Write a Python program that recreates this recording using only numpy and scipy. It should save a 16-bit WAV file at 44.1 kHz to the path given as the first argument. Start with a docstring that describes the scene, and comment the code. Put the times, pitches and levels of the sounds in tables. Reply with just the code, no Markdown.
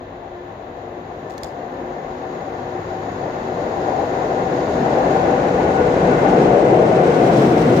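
"""The roar of a distant electric train is heard first, over a low hum and the night air of a roofed station.
Something small clicks close by early on, while roar, rumble, hiss and ringing tones grow.
Thuds and brief squeals join in as the leading wheels near; they come abreast shortly before the end.
Broad sounds are shaped noise, partly alike at two spaced microphone ports; tones are blurred sinusoids,
except the hum, a wavering sinusoid, and the clicks, noise bursts with decaying modes and reflections."""
import sys
import numpy as np
from scipy import signal
from scipy.fft import rfft, irfft
from scipy.io import wavfile
from scipy.ndimage import uniform_filter1d, minimum_filter1d

SR = 44100
rng = np.random.default_rng(int(sys.argv[2]) if len(sys.argv) > 2 else 0)


def store_wav(level_fs):
    """Save 16-bit WAV to argv[1]."""
    pcm = np.round(np.clip(np.atleast_2d(level_fs), -1, 1) * 32767)
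    wavfile.write(sys.argv[1], SR, pcm.T.astype(np.int16))


N = 343980
TIME, BINS = np.arange(N) / SR, np.fft.rfftfreq(N, 1 / SR)  # seconds and Hz

# the leading wheels come abreast at ABREAST_S, on a track TRACK_M away
SPEED_M_PER_S, ABREAST_S, TRACK_M = 23.98, 7.355, 4.5
ROOF_S = 6  # the locomotive runs in under the roof
# resonances of the vehicle bodies: (frequency [Hz], width [Hz], lift [dB])
BODY_MODES = [(247, 6.6, 3.8), (279, 11, 1.6), (450, 23, 2.6), (732, 23, 2.2), (725, 27, 2.5)]


def gain_of(db):
    """Logarithmic level: 20 dB is a factor of ten in amplitude."""
    return 10 ** (np.asarray(db) / 20)


def evened(x):
    """Power normalization: scales to rms 1."""
    return x / np.sqrt(np.mean(x ** 2) + 1e-20)


def read(points, hz):
    """Spectral interpolation: a spectrum's value, linear along a log-frequency axis."""
    f, value = np.transpose(points)
    return np.interp(np.log(hz + 1), np.log(f + 1), value)


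def curves(rows):
    """Envelope interpolation: each column of a table at every sample."""
    s, *columns = np.transpose(rows)
    return [np.interp(TIME, s, c) for c in columns]


def swell(centre_s, width_s):
    """Gaussian envelope: a smooth rise and fall, 0-1."""
    return np.exp(-.5 * ((TIME - centre_s) / width_s) ** 2)


def add(mix, s, sound):
    """Superposition: mixes a stereo sound in at s seconds."""
    part = mix[:, round(s * SR):][:, :sound.shape[1]]
    part += sound[:, :part.shape[1]]


def drift(rate_hz, size=N):
    """Low-pass noise: a slow random fluctuation, scaled to rms 1 over the whole run."""
    s = TIME[::64]
    lowpass = 1 + (np.fft.rfftfreq(len(s), s[1]) / rate_hz) ** 4
    slow = rfft(rng.standard_normal(len(s))) / lowpass
    return np.interp(TIME[:size], s, evened(irfft(slow, len(s))))


def likeness(hz):
    """Spatial coherence: how alike diffuse sound is at two spaced ports."""
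    # (frequency [Hz], left-right correlation [-1 to 1])
    coherence = [(60, 0.97), (180, 0.99), (300, 0.96), (450, 0.89), (620, 0.75), (780, 0.48), (950, 0.15),
                 (1350, -0.37), (2200, .16), (3300, -0.26), (4600, 0.23), (8000, -0.031)]
    return np.clip(read(coherence, hz), -.99, .995)


def leaning(hz):
    """Port response: half the left-right level difference, as an amplitude factor."""
    # colour of the two microphone ports: (frequency [Hz], left-right difference [dB])
    ports = [(60, 0.7), (280, 0.86), (450, 3), (620, 6.5), (790, 11), (950, 7.5), (1300, 3.5), (2200, 2),
             (3300, -2), (4500, -5.5), (5500, -7), (6700, 1.5), (8200, -4), (11000, -8), (13500, -0.5)]
    return gain_of(read(ports, hz) / 2)


def at_ports(a, b, same, lean):
    """Partial coherence: the right port shares a part of a and takes the rest from independent b."""
    return np.array([a * lean, (same * a + np.sqrt(1 - same ** 2) * b) / lean])


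def diffuse(colour, modes=()):
    """Diffuse field: noise shaped by resonances reaches two ports from all sides; the mono sum has rms 1."""
    lowest_hz, highest_hz = colour[0][0], colour[-1][0]
    # 12 dB an octave beyond the range of the table
    ends = np.minimum(1, np.minimum(BINS / lowest_hz, highest_hz / (BINS + 1))) ** 2
    size = gain_of(read(colour, BINS)) * ends
    for hz, width_hz, lift_db in modes:
        size = size * gain_of(lift_db / (1 + (2 * (BINS - hz) / width_hz) ** 2))
    a, b = rfft(rng.standard_normal((2, N)))
    same, lean = likeness(BINS), leaning(BINS)
    mono_size = np.sqrt(lean ** 2 + lean ** -2 + 2 * same)  # the colour applies to the mono sum
    x = irfft(at_ports(a, b, same, lean) * size / mono_size, N)
    return x / x.mean(0).std()


def fuzzy_tone(hz, blur_hz, steady):
    """Multipath fading: a steady carrier plus a share blurred by many paths; the mono sum has rms 1."""
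    steady = np.clip(steady, 0, 1)
    shaking = np.array([drift(blur_hz, size=len(hz)) for _ in range(4)])
    blurred = np.sqrt((1 - steady) / 2) * (shaking[:2] + 1j * shaking[2:])
    a, b = blurred + np.sqrt(steady) * np.array([[1], [1j]])
    pair = at_ports(a, b, likeness(hz.mean()), leaning(hz.mean()))
    tone = (pair * np.exp(2j * np.pi * np.cumsum(hz) / SR)).real
    return tone / tone.mean(0).std()


def ahead():
    """Uniform motion: metres the leading wheels still have to run; negative once they are past."""
    return SPEED_M_PER_S * (ABREAST_S - TIME)


def carried(full_db, within_m, loss_db_per_m):
    """Linear attenuation: the level in dB of a sound that dies away along the line."""
    return full_db - loss_db_per_m * np.maximum(ahead() - within_m, 0)


def closeness():
    """Spherical spreading: amplitude of the nearest wheels through the air, 1 once alongside."""
    return TRACK_M / np.hypot(np.maximum(ahead(), 0), TRACK_M)


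def approaching(far, near):
    """Power crossfade: the sound of the far train gives way to the sound of the near one."""
    direct_m, handover_m = 25.7, 18.5  # distance of equal shares, and scale of the logistic change
    share = 1 / (1 + np.exp((ahead() - direct_m) / handover_m))
    return np.sqrt(1 - share) * far + np.sqrt(share) * near


def surging():
    """Roughness excitation: how rough the rail under the wheels is, 0-1."""
    # rougher rail, met about once a second: (time [s], strength [0-1])
    surges = [(3.92, 0.5), (5.08, 0.67), (6.28, 1), (7.4, 0.54)]
    return sum(strength * swell(s, .19) for s, strength in surges)


def brief_lifts():
    """Transient envelope: brief lifts of the roar in dB, rising quickly and dying away."""
    # (onset [s], peak lift of the roar [dB])
    lifts = [(3.205, 4.5), (3.955, 1.5), (5.265, 2), (6.21, 2), (6.515, 1.5), (6.665, 1.5)]
    rise_s = 0.022
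    ages = [(np.maximum(TIME - s, 0) / rise_s, lift_db) for s, lift_db in lifts]
    return sum(lift_db * age * np.exp(1 - age) for age, lift_db in ages)


def rolling(roar_db=-1.73, near_db=1.34, roar_surge_db=0.6, rush_surge_db=2.0, growl_db=-24):
    """Roughness excitation: rolling shakes track (roar) and steel (rush); the roughest stretches growl."""
    # spectra of far and near sound: (frequency [Hz], relative level per Hz [dB])
    roar_far = [(150, -38), (260, -10.5), (330, -1.5), (500, 1.5), (640, 0.5), (790, -2), (860, -6.5),
                (1050, -15), (1500, -62.5)]
    roar_near = [(150, -3.5), (260, -14), (330, 3), (460, 2), (600, -2), (740, -2.5), (840, -16),
                 (1050, -47), (1500, -61.5)]
    rush_far = [(500, 0.5), (850, 0), (1080, 0), (1270, -7), (1550, -7), (1800, -7), (2080, -10),
                (2350, -17), (2650, -18.5), (3100, -25.5), (4500, -59.5)]
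    rush_near = [(500, -18), (850, 0.5), (1080, -2.5), (1270, -4.5), (1550, -6.5), (1800, -10.5),
                 (2080, -8), (2350, -11.5), (2650, -15.5), (3100, -18.5), (4500, -42.5)]
    # growl of rough rail: (frequency [Hz], relative level per Hz [dB])
    growl_colour = [(400, -16), (560, -4.5), (640, -0.5), (790, 2), (880, -9.5), (1100, -16.5), (1400, -30)]
    # resonances of track and wheels: (frequency [Hz], width [Hz], lift [dB])
    track_modes = [(140, 18, 4), (252, 20, 11), (289, 26, 4), (431, 8.2, 2), (624, 4.4, 2.5),
                   (777, 30, 4.2)]
    wheel_modes = [(953, 29, 2.8), (1140, 25, 1.3), (1640, 30, 1.5), (1765, 40, 2), (2640, 120, 3.5)]
    # how hard the wheels shake the track: (time [s], relative roar level [dB])
    roar_level = [(0.0, -36.5), (0.15, -37), (1.97, -30), (3.17, -29), (3.3, -26.5), (3.91, -21.5),
                  (4.47, -21.5), (5.0, -16.5), (5.67, -17.5), (6.12, -16.5), (6.55, -12.5), (7.78, -16),
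                  (7.8, -19)]
    # (full level before surges [dB], full within [m], loss beyond that [dB/m])
    rush_carry = (-29.3, 47, 0.12)

    near_roar = diffuse(roar_near, BODY_MODES) * gain_of(near_db)
    roar = approaching(diffuse(roar_far, track_modes), near_roar)
    rush = approaching(diffuse(rush_far, wheel_modes), diffuse(rush_near, wheel_modes))
    jolts, surge = drift(13), surging()  # uneven rail jolts roar and rush together
    roar_lift_db = roar_db + roar_surge_db * surge + brief_lifts() + .55 * jolts
    roar = roar * gain_of(curves(roar_level)[0] + roar_lift_db)
    rush = rush * gain_of(carried(*rush_carry) + rush_surge_db * surge + 0.51 * jolts)
    # the growl gives way as the wheels come alongside
    growl = diffuse(growl_colour) * surge * (1 - closeness()) * gain_of(growl_db + 2.5 * drift(35))
    return roar + rush + growl


def rumble(surge_db=1.2, alongside_db=2):
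    """Forced vibration: bodies and bogies drone, weight shakes the ground, the roofed space booms."""
    # spectra: (frequency [Hz], relative level per Hz [dB])
    drone_colour = [(60, -45), (100, -13.5), (120, -4), (138, 3), (185, 0.5), (215, -0.5), (255, 0.5),
                    (300, 0.5), (400, -8), (700, -61)]
    ground_colour = [(15, -40), (30, -27.5), (40, -7), (52, -2), (65, -2), (85, 1), (110, -8), (200, -19.5),
                     (400, -73.5)]
    boom_colour = [(30, -29), (42, -3), (52, 0.5), (62, -10), (85, -27.5)]
    # deep rumble of the ground: (time [s], level [dB])
    ground_level = [(0, -50), (2, -49.5), (3.5, -44), (4.8, -37.5), (5.9, -33.5), (6.3, -38), (6.65, -45.5),
                    (7.1, -37), (7.8, -38)]
    # (full level before lifts [dB], full within [m], loss beyond that [dB/m])
    drone_carry = (-19.5, 1, 0.15)

    lift_db = surge_db * surging() + alongside_db * closeness() ** 2
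    lift_db = lift_db + 3 * swell(4.82, .15)  # the drone swells briefly
    lift_db = lift_db + 1.5 * swell(ROOF_S, 0.12)
    drone = diffuse(drone_colour, BODY_MODES) * gain_of(carried(*drone_carry) + lift_db)
    ground = diffuse(ground_colour) * gain_of(curves(ground_level)[0])
    boom = diffuse(boom_colour) * gain_of(-37) * swell(6.35, .17)
    return drone + ground + boom


def hissing(fizz_db=-57.0, alongside_db=3.0, hiss_surge_db=1.5, sizzle_surge_db=3):
    """Broadband noise: hiss and a thin high sizzle grow on the approach; the near hiss flutters."""
    # spectra: (frequency [Hz], relative level per Hz [dB])
    hiss_far = [(2000, -18), (3000, -3.5), (3800, 0.5), (4600, -2), (5500, -6), (6150, -8), (6650, 1.6),
                (6950, -6), (7350, -12), (8000, -36), (10000, -38.5), (16000, -46)]
    hiss_near = [(2000, -29.5), (3000, 2), (3800, 4.5), (4600, 1), (5500, 1), (6150, 0.5), (6650, -4.5),
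                 (7400, -4), (8300, -7), (10000, -17.5), (13500, -28), (15700, -36)]
    sizzle_colour = [(8000, -22), (11100, -9.5), (11550, 5.5), (13000, 7.5), (14000, 1), (14600, -7),
                     (16000, -14)]
    fizz_colour = [(6000, -14), (8500, -3), (10500, -0.5), (13300, 0.5), (15000, -5), (15700, 0.5)]
    # (full level before lifts [dB], full within [m], loss beyond that [dB/m])
    hiss_carry = (-47, 63, 0.17)
    sizzle_carry = (-67, 58, 0.11)
    # first axles sweeping past: (time [s], lift of the near hiss and fizz [dB])
    axles = [(7.38, 1.8), (7.6, 0.3), (7.76, 1.5)]

    axle_lift_db = sum(lift_db * swell(s, .05) for s, lift_db in axles)
    flutter = gain_of(1.3 * drift(30) + axle_lift_db)
    close, surge = closeness(), surging()
    hiss = approaching(diffuse(hiss_far), diffuse(hiss_near) * flutter)
    hiss_db = carried(*hiss_carry) + hiss_surge_db * surge + alongside_db * close + .55 * drift(12)
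    sizzle = diffuse(sizzle_colour) * gain_of(carried(*sizzle_carry) + sizzle_surge_db * surge)
    fizz = diffuse(fizz_colour) * flutter * close * gain_of(fizz_db)  # comes only through the air
    return hiss * gain_of(hiss_db) + approaching(sizzle, fizz)


def singing():
    """Tonal radiation: drive whines and rail rings grow until the roof is reached, then most fade."""
    # whines of the drive: (starting frequency [Hz], level on reaching the roof [dB],
    # loss with distance [dB/m], fade under the roof [dB/s], blur [Hz], steady share [0-1])
    drive_whines = [(357, -30, .098, 0, 5.5, .35), (699, -37, .058, 4, 5, .35), (1408, -43, .2, 6, 17, .2),
                    (1424, -42, .25, 6, 13, .3), (1754, -52.5, .065, 4.5, 16, .3)]
    # rings of rails and wheels: (constant frequency [Hz], then the same columns)
    rail_rings = [(178.2, -30, .36, 1.5, 3, 0.37), (247.1, -35, .15, 2, 4, .25),
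                  (489, -27.3, .17, 2.5, 3.7, .55), (759.6, -29, 0.15, 6, 11, 0.29),
                  (2022, -50, .12, 2, 25, .1)]

    before_roof_s, under_roof_s = np.minimum(TIME, ROOF_S), np.maximum(TIME - ROOF_S, 0)
    to_roof_m = SPEED_M_PER_S * np.maximum(ROOF_S - TIME, 0)
    # the whines climb slowly, then sink, wavering throughout (shares of their pitch)
    pitch = 1 + .0065 * before_roof_s - .006 * under_roof_s + .0015 * drift(2.01)
    whines = [(hz * pitch, *rest) for hz, *rest in drive_whines]
    rings = [(np.full(N, hz), *rest) for hz, *rest in rail_rings]
    return sum(fuzzy_tone(hz, blur_hz, steady) * gain_of(db - loss * to_roof_m - fade * under_roof_s)
               for hz, db, loss, fade, blur_hz, steady in whines + rings)


def hum():
    """Periodic excitation: a low electric hum as one sinusoid, wavering in level and phase."""
    # (time [s], rms level before wavering [dB])
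    hum_level = [(0, -49.5), (1.6, -48.5), (2.1, -59), (2.85, -40.5), (3.3, -45), (4.1, -42), (5.2, -49),
                 (7.8, -51)]
    hum_hz = 101.8
    level_db = curves(hum_level)[0] + 1.6 * drift(4.6)
    return np.sqrt(2) * gain_of(level_db) * np.sin(2 * np.pi * hum_hz * TIME + .5 * drift(4.3))


def ambience(level_db=-47):
    """Diffuse background: the steady night air of the station lies under everything."""
    # (frequency [Hz], relative level per Hz [dB])
    air_colour = [(20, -23), (31, -12.5), (41, -0.5), (56, -3.5), (90, -10), (175, -6.5), (240, -9),
                  (600, -14.5), (1500, -25), (2500, -28), (3100, -28), (3900, -27.5), (4600, -40.5),
                  (6000, -65.5), (16000, -76)]
    return diffuse(air_colour) * gain_of(level_db)


def echoes(x, first_s=.018, t60=.27, per_s=2000):
    """Reverberation: sparse, decaying reflections from the platform, walls and roof."""
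    t = np.arange(SR // 2) / SR
    strengths = rng.standard_normal((2, len(t)))
    arrives = rng.random((2, len(t))) < per_s / SR
    taps = strengths * arrives * (t > first_s) * gain_of(-60 * t / t60)
    taps = taps / np.linalg.norm(taps, axis=1, keepdims=True)
    return signal.oaconvolve(x, taps, axes=1)[:, :N]


def clicks(snap_t60=.01, snap_db=-1, ring_db=-3, ping_db=-11, ping_t60=0.023, room_db=-12):
    """Modal impact: a small hard thing snaps shut in several contacts; each rings all modes and a ping."""
    # contacts: (time [s], relative peak [dB], left-right difference [dB], ping frequency [Hz])
    contacts = [(1.298, -36, -5, 5000), (1.3058, -33, -5, 4100), (1.313, -42, -4, 7000),
                (1.3188, -35.5, -4.5, 5600), (1.3265, -41, -4, 7000), (1.3374, -38, -2, 4250),
                (1.3791, -27, -9, 5990), (1.386, -39, -3, 5990), (1.4329, -20, -10, 4950),
                (1.4433, -25, 2, 6980), (1.4486, -34, -4, 3480)]
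    # snap spectrum: (frequency [Hz], relative level [dB])
    click_colour = [(300, -4), (1000, 1), (2400, 1), (3000, -4), (3600, 4.5), (4400, 4.5), (5000, 3.5),
                    (7000, 1.5), (9000, -9), (11700, -12), (13200, -6), (16000, -10)]
    # modes of the clicking thing: (frequency [Hz], relative level [dB], 60 dB decay time [s])
    click_modes = [(740, -10, .05), (1150, -14, .035), (2150, -16, .03), (3480, -20, .05),
                   (3820, -11, .011), (4250, -12, .015), (4950, -15, .015), (5650, -18, .018),
                   (6960, -16, 0.024), (7400, -14, 0.016), (8650, -19, .012), (9800, -19, .013),
                   (10900, -19, .012), (12300, -22, .014)]

    out, t = np.zeros((2, N)), np.arange(SR // 5) / SR
    colour = gain_of(read(click_colour, np.fft.rfftfreq(len(t), 1 / SR)))
    rise = 1 - np.exp(-(t / .0011) ** 2)
    for s, peak_db, pan_db, ping_hz in contacts:
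        noise = irfft(rfft(rng.standard_normal((2, len(t)))) * colour, len(t))
        snap = evened(noise) * gain_of(snap_db - 60 * t / snap_t60)
        ring = 0
        for hz, db, t60 in [*click_modes, (ping_hz, ping_db, ping_t60)]:
            cycles = hz * t + rng.random() + rng.random((2, 1)) / 2  # phases differ left and right
            ring = ring + gain_of(ring_db + db - 60 * t / t60) * np.sin(2 * np.pi * cycles)
        sides_db = np.array([[pan_db], [-pan_db]]) / 2
        add(out, s, (snap + ring) * rise * gain_of(peak_db + sides_db))
    return out + gain_of(room_db) * echoes(out)


def thuds(level_db=-9, blur_hz=18, steady=.8):
    """Transient resonance: heavy bogies lurch and the body gives one short low note each time."""
    # (onset [s], relative peak [dB], frequency [Hz])
    lurches = [(4.78, -18.5, 170), (6.01, -13, 191), (6.119, -14, 175), (6.249, -16, 186),
               (6.669, -17, 135), (7.149, -15, 148), (7.309, -11, 211), (7.471, -15, 164.5),
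               (7.659, -14, 132.3)]
    out, t = np.zeros((2, N)), np.arange(SR // 4) / SR
    age = t / 0.034  # time in units of the rise time
    shape = (age * np.exp(1 - age)) ** 2
    for s, peak_db, hz in lurches:
        tone = fuzzy_tone(np.full(len(t), hz), blur_hz, steady)
        add(out, s, tone * shape * gain_of(peak_db + level_db))
    return out


def squeals():
    """Wheel resonance: single wheels sing out briefly, some of them gliding in pitch."""
    # (centre [s], half-length to -3 dB [s], frequency at centre [Hz], glide [Hz/s], level [dB])
    wheel_squeals = [(5.1, .1, 772, 0, -29), (5.75, .13, 1462, -0.5, -42), (5.87, .08, 490, 1.5, -25),
                     (6.2, .05, 2055, -350, -43), (6.2, .1, 1467, 0, -39.5), (6.67, .06, 2040, -300, -44),
                     (6.85, .12, 637, 2, -26), (7.1, .06, 1490, -220, -40), (7.3, .18, 690, -30, -26.5),
                     (7.32, .025, 1456, -250, -39), (7.76, .05, 488, 2, -26),
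                     (7.75, 0.048, 1468, -150, -39)]
    out = np.zeros((2, N))
    for s, half_s, hz, glide_hz_per_s, db in wheel_squeals:
        t = np.arange(-2 * half_s, 2 * half_s, 1 / SR)
        tone = fuzzy_tone(hz + glide_hz_per_s * t, blur_hz=12, steady=0.79)
        add(out, s + t[0], tone * np.cos(np.pi / 2 * t / t[0]) * gain_of(db))
    return out


def scene():
    """Superposition: the train, the hum, the station's air and the near clicks."""
    train = rolling() + rumble() + hissing() + singing() + thuds() + squeals()
    return train + hum() + ambience() + clicks()


def record(dry):
    """Gain limiting: the highest peaks are held under full scale; then a low-pass limits the band."""
    allowed = .93 / np.maximum(abs(dry).max(0), .93)
    held = dry * uniform_filter1d(minimum_filter1d(allowed, size=441), size=441)  # 10 ms windows
    lowpass = signal.firwin(511, 15730, window=("kaiser", 9), fs=SR)
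    return signal.oaconvolve(held, lowpass[None], "same", axes=1)


dry = scene()
out = record(dry)
store_wav(out)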